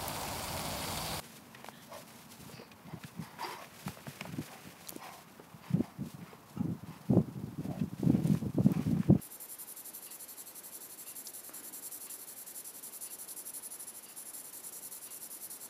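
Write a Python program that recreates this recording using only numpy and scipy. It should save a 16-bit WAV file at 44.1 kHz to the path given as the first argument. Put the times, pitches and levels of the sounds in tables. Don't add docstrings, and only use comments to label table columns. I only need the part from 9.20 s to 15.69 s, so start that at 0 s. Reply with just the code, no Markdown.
import sys
import numpy as np
from scipy import signal
from scipy.fft import rfft, irfft
from scipy.io import wavfile

SR = 44100
rng = np.random.default_rng(int(sys.argv[2]) if len(sys.argv) > 2 else 0)


def master(y):
    cut = np.clip(np.atleast_2d(y).T, -1, 1)
    pcm = np.round(cut * 32767)
    wavfile.write(sys.argv[1], SR, pcm.astype(np.int16))


def magnitude_from_level(level_db):
    exponent = np.asarray(level_db, float) / 20
    return 10 ** exponent


N = 286209


def rms_one(x):
    return x / np.sqrt(np.mean(x ** 2) + 1e-20)


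def drift(rate_hz):
    r = np.exp(-2 * np.pi * rate_hz / SR)
    settle = 4000
    return rms_one(signal.lfilter([1], [1, -2 * r, r * r], rng.standard_normal(N + settle))[settle:])


def resonate(x, modes):
    out = 0
    for k, (hz, width, db) in enumerate(modes):
        r = np.exp(-np.pi * width / SR)
        b = (1 - r * r) / 2 * np.array([1, 0, -1])
        a = [1, -2 * r * np.cos(2 * np.pi * hz / SR), r * r]
        out = out + (-1) ** k * magnitude_from_level(db) * signal.lfilter(b, a, x)
    return out


def burst(start_s, db, t60, rise):
    age = np.maximum(np.arange(N) / SR - start_s, 0)
    return magnitude_from_level(db - 60 * age / t60) * (1 - np.exp(-age / rise)) * rng.standard_normal(N)


def click(start_s, db):
    return magnitude_from_level(db) * (np.arange(N) == round(start_s * SR))


# (f/Hz, level/dB per Hz)
NOISE_SHAPE = [(15, -50), (30, -24), (203, -2.5), (303, -1), (3210, -13), (4310, -14), (5200, -13),
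               (6620, -14), (7370, -15.5), (8650, -13), (10200, -11.5), (12900, -13), (15200, -18)]
# (f/Hz, width/Hz, level/dB)
DUCT_HUMP = (940, 145, 1.96)


def room_noise():
    hz = np.maximum(np.fft.rfftfreq(N, 1 / SR), 1)
    shape_hz, shape_db = np.transpose(NOISE_SHAPE)
    duct_hz, duct_width, duct_db = DUCT_HUMP
    level_db = np.interp(np.log(hz), np.log(shape_hz), shape_db)
    level_db = level_db + duct_db * np.exp(-((hz - duct_hz) / duct_width) ** 2)
    return magnitude_from_level(-56) * rms_one(irfft(rfft(rng.standard_normal(N)) * magnitude_from_level(level_db), N))


# (f/Hz, level/dB)
WHINE_TONE = (4000, -84)


def whine():
    hz, db = WHINE_TONE
    return magnitude_from_level(db + 1.5 * drift(3)) * np.sin(2 * np.pi * hz * np.arange(N) / SR)


# (push t/s, pull t/s, push level/dB, pull level/dB, lingering at the turns/ms)
EARLY_SWINGS = [(.014, 0.105, -48.5, -50, 5), (.199, 0.285, -49, -47.9, 2), (0.386, 0.47, -46.5, -47, 7),
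                (0.562, 0.645, -48.5, -48, 5), (.733, 0.818, -49.5, -49, 3), (0.907, 0.994, -49, -46.5, 5),
                (1.08, 1.17, -48.5, -47, 6), (1.258, 1.347, -51, -49.5, 6), (1.433, 1.517, -50.5, -46.5, 0),
                (1.605, 1.69, -49, -48.5, -2), (1.775, 1.858, -49, -47, 0), (1.952, 2.044, -46, -46.9, 0),
                (2.135, 2.234, -46.5, -48.5, 2), (2.336, 2.43, -47, -47.5, -1),
                (2.526, 2.619, -46.5, -45.5, -2), (2.711, 2.803, -45.5, -47, -2.5),
                (2.896, 2.98, -46.5, -48, -5), (3.069, 3.159, -49, -48.5, -3)]
LATE_SWINGS = [(3.263, 3.347, -48.5, -44.8, 2), (3.445, 3.537, -46, -48, 2),
               (3.627, 3.72, -46.5, -46.5, -1), (3.808, 3.902, -43.5, -44, 3.5),
               (3.985, 4.078, -46.5, -45, 3), (4.162, 4.253, -45, -43.5, 4), (4.335, 4.425, -43.5, -44, 8),
               (4.506, 4.588, -46.5, -45, 2), (4.668, 4.738, -45, -47, 8), (4.826, 4.883, -49, -50.5, 8),
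               (4.961, 5.051, -46.5, -47, -5), (5.134, 5.234, -45.5, -48.5, -7),
               (5.327, 5.431, -47, -45, -2), (5.523, 5.614, -45.5, -46, -5), (5.71, 5.813, -47, -47, -3),
               (5.905, 6.003, -46, -45.5, -3), (6.101, 6.201, -45.5, -45, -1), (6.299, 6.398, -45, -47, -1)]
# (t/s, lean of the pencil, extra lean on the push, place on the sheet, reach of push beyond pull)
HAND_POSE = [(0, -.2, -.3, 2.5, .4), (.45, .2, .1, 3, .6), (.62, 1.2, .5, 1, .3), (1.2, 1.1, 0.36, 0.5, .2),
             (1.75, 0.91, .4, .2, -.6), (2.3, 0.94, .05, -0.2, -.2), (2.75, 1.4, 0.65, -0.8, -0.29),
             (3.2, .8, .05, -.5, -1.6), (3.75, .7, -.3, -.5, -.7), (4.35, 0.39, 0, 0.5, -.5),
             (4.7, -1.1, .05, 0, -0.33), (4.95, -1.3, .6, 1, -.2), (5.3, 0.5, .4, -.4, -0.55),
             (5.8, 0.53, .15, -1.1, -.8), (6.45, .6, -.3, -.3, .5)]
MOVING = (0.76, 0.69)
SWELL = (-1.2, 0.94)
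RISE = (.0012, .0042)
LINGER = (1.3, 0.77)


def strokes():
    rows = np.array(EARLY_SWINGS + LATE_SWINGS)
    start = rows[:, :2].ravel()
    db = rows[:, 2:4].ravel()
    way = np.arange(len(start)) % 2
    side = 1 - 2 * way
    linger = np.outer(rows[:, -1], LINGER).ravel() / 1000
    beat = np.diff(start, append=6.498)
    length = beat * np.take(MOVING, way) - linger
    pose_s, *pose = np.transpose(HAND_POSE)
    lean, tip, place, reach = (np.interp(start + length / 2, pose_s, column) for column in pose)
    lean = lean + tip * side - 0.3 * (db + 46.5)
    place = place + reach * side
    return np.transpose([start, length, db, np.take(SWELL, way), lean, place, np.take(RISE, way)])


def friction(fall, lag_db, lag_s):
    t, gain = np.arange(N) / SR, np.zeros(N)
    for start, length, db, swell_db, lean, place, rise in strokes():
        near = slice(max(0, int((start - .06) * SR)), int((start + length + .08) * SR))
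        age = t[near] - start
        gate = 1 / (1 + np.exp(-age / rise)) / (1 + np.exp((age - length) / fall))
        part = np.clip(age / length, 0, 1)
        arch = -9.0 * (part - .45) ** 2
        lag = lag_db * np.exp(-np.maximum(age, 0) / lag_s)
        gain[near] += gate * magnitude_from_level(db + arch + lag + 2 * swell_db * (part - .5))
    return gain


def slips(per_s, spread_db):
    sizes = magnitude_from_level(spread_db * np.minimum(rng.exponential(1, N), 4)) * rng.choice([-1, 1], N)
    return rms_one(sizes * (rng.random(N) < per_s / SR))


# (t/s, grip)
FINGER_GRIP = [(0.0, 1.7), (0.4, 1.5), (0.8, 0.29), (1.2, -1.3), (1.6, -1.1), (2.0, -0.044), (2.4, -0.042),
               (2.8, 0.94), (3.2, 0.1), (3.6, 0.012), (4.0, 0.15), (4.4, -0.94), (4.8, -0.9), (5.2, 0.029),
               (5.6, -0.47), (6.0, 0.71), (6.4, 0.3)]
# (f/Hz, level/dB per unit lean, per unit place, per unit grip)
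MODE_COUPLING = [(4350, 3.2, -0.1, -1.5), (4850, 1.1, 0.3, -0.3), (5450, 1.8, 0.9, -0.7),
                 (5890, -1.5, -2.2, 0.3), (6250, 2.3, 0.4, -1.5), (7050, 0.7, -2.6, -0.7),
                 (7520, 0.9, -0.3, 0.2), (8150, 4.0, -2.3, -0.9), (8600, 2.1, -0.1, 1.1),
                 (9100, 2.1, 0.5, 1.6), (9550, -0.1, -0.2, 1.2), (9950, -0.9, -0.7, 1.1),
                 (10250, -0.8, 0.9, -0.1), (10550, 0.1, -0.1, -0.6), (10850, -0.1, -0.6, -0.7),
                 (11300, 1.4, 1.4, -0.1), (11700, 1.5, -0.4, -0.8), (12200, 2.3, 0.1, 1.0),
                 (12700, 2.1, 0.2, 0.6), (13150, 1.7, 1.8, 0.8), (13600, 1.5, 0.0, 2.1),
                 (14200, -0.9, -1.0, 0.5), (14700, -0.9, -2.2, 0.2), (15100, 2.0, -1.7, 1.9)]
# (width/Hz, level/dB)
MODE_RING = [(188, -3), (220, -9.5), (258, -12), (180, 1), (245, -5.5), (238, -3), (296, 6), (265, -1),
             (298, -6), (298, -8), (230, 6), (275, 10), (277, 11), (285, 11), (237, 5.5), (255, 4),
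             (338, 5.5), (298, 3.5), (292, 6), (278, 6), (383, 0), (550, -6), (550, -3), (488, -3)]


def pencil():
    step = 64
    coarse = np.arange(0, N + step, step) / SR
    rows = strokes()
    middle = rows[:, 0] + rows[:, 1] / 2
    lean = np.interp(coarse, middle, rows[:, 4])
    place = np.interp(coarse, middle, rows[:, 5])
    grip = np.interp(coarse, *np.transpose(FINGER_GRIP))
    weave_db = -1.5 + 0.84 * drift(250) + 0.94 * drift(40)
    rub = friction(fall=0.0025, lag_db=0.0, lag_s=0.0067) * magnitude_from_level(weave_db)
    trains = [rub * slips(9000, 2.6) for k in range(3)]
    out = 0
    for k, (coupling, (width, db)) in enumerate(zip(MODE_COUPLING, MODE_RING)):
        hz, lean_db, place_db, grip_db = coupling
        wander = np.interp(coarse, np.arange(80) / 12, rng.standard_normal(80))
        posture_db = lean_db * lean + place_db * place + grip_db * grip
        strength = np.repeat(magnitude_from_level(0.6 + posture_db + 1.2 * wander), step)[:N]
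        out = out + resonate(trains[k % 3] * strength, [(hz, width, db)])
    return signal.sosfilt(signal.butter(4, 3700, "high", fs=SR, output="sos"), out)


def echoes(x, level_db, t60, count):
    age, out = np.arange(int(.12 * SR)) / SR, x.copy()
    for k in range(count):
        scatter = rng.standard_normal(len(age)) * magnitude_from_level(-60 * age / t60) * (age > .003)
        scatter = scatter / np.linalg.norm(scatter)
        here = np.sqrt(np.clip(1 - abs(np.arange(N) / N * (count - 1) - k), 0, 1))
        out += magnitude_from_level(level_db) * signal.fftconvolve(x * here, scatter)[:N]
    return out


# (t/s, level/dB, case ring relative to the tick/dB)
CLOCK_TICKS = [
    (.862, -59.5, -1),
    (1.86, -63, 1.5),
    (2.865, -58, -5),
    (3.857, -62.5, 2),
    (4.856, -66.5, 6.5),
    (5.858, -60, -2),
]
# (f/Hz, width/Hz, level/dB)
CLOCK_RING = [
    (2780, 135, 8),
    (4740, 260, 7),
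]
# (f/Hz, width/Hz, level/dB)
CLOCK_BODY = [
    (1110, 300, 3),
    (1970, 260, 2.5),
    (3270, 1500, -4),
]


def clock():
    hits = rung = 0
    for start_s, db, ring_db in CLOCK_TICKS:
        release = burst(start_s, db + 14.5, 0.069, 0.003)
        tail = burst(start_s, db + 13, 0.3, 0.013)
        stop = burst(start_s + 0.0375, db + 9.5, 0.16, .003)
        hit = release + tail + stop
        hits = hits + hit
        rung = rung + hit * magnitude_from_level(ring_db)
    return resonate(hits, CLOCK_BODY) + resonate(rung, CLOCK_RING)


# (t/s, level/dB, f/Hz)
GRIT_SNAPS = [
    (2.0709, -33.5, 5340),
    (4.0888, -43, 4750),
    (4.1095, -46, 4470),
]


def grit():
    out = 0
    for start_s, db, hz in GRIT_SNAPS:
        crumbs = burst(start_s + 0.0021, db + 5.5, 0.017, .0003)
        hit = click(start_s, db + 25.0) + crumbs
        out = out + resonate(resonate(hit, [(hz, 2400, 0)]), [(hz * 1.01, 3600, 0)])
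    return out


# (t/s, level/dB)
FAR_KNOCK = (2.294, -40)
# (f/Hz, width/Hz, level/dB)
WOOD_BODY = [
    (280, 100, 0),
    (560, 120, 3),
    (1070, 220, -2),
    (1550, 470, -6),
]
# (f/Hz, width/Hz, level/dB)
ROOM_TAIL = [
    (297, 74, 0),
    (766, 160, -10),
    (1530, 670, -6),
]


def knock():
    start_s, db = FAR_KNOCK
    blow = resonate(click(start_s, db + 31.0) + burst(start_s, db + 1, .03, .001), WOOD_BODY)
    hum = resonate(burst(start_s, db + 4.5, 2.4, 0.029), ROOM_TAIL[:1])
    tail = resonate(burst(start_s, db + 2.5, 1.0, 0.017), ROOM_TAIL[1:])
    return blow + hum + tail


def scene():
    near = echoes(pencil(), level_db=-8, t60=.085, count=14)
    mono = room_noise() + whine() + near + clock() + grit() + knock()
    return np.array([mono, mono])


def top_cut(x):
    return signal.sosfilt(signal.butter(12, 15690, fs=SR, output="sos"), x)


def record(dry):
    gap_hz, top_hz = 7850, 15260
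    gap = signal.butter(1, [gap_hz - 60, gap_hz + 60], "bandstop", fs=SR, output="sos")
    edge = signal.ellip(7, .3, 22, top_hz, fs=SR, output="sos")
    above = signal.cheby2(10, 40, top_hz + 800, fs=SR, output="sos")
    mix = signal.sosfilt(np.vstack([gap, edge, above]), dry)
    return top_cut(mix)


dry = scene()
out = record(dry)
master(out)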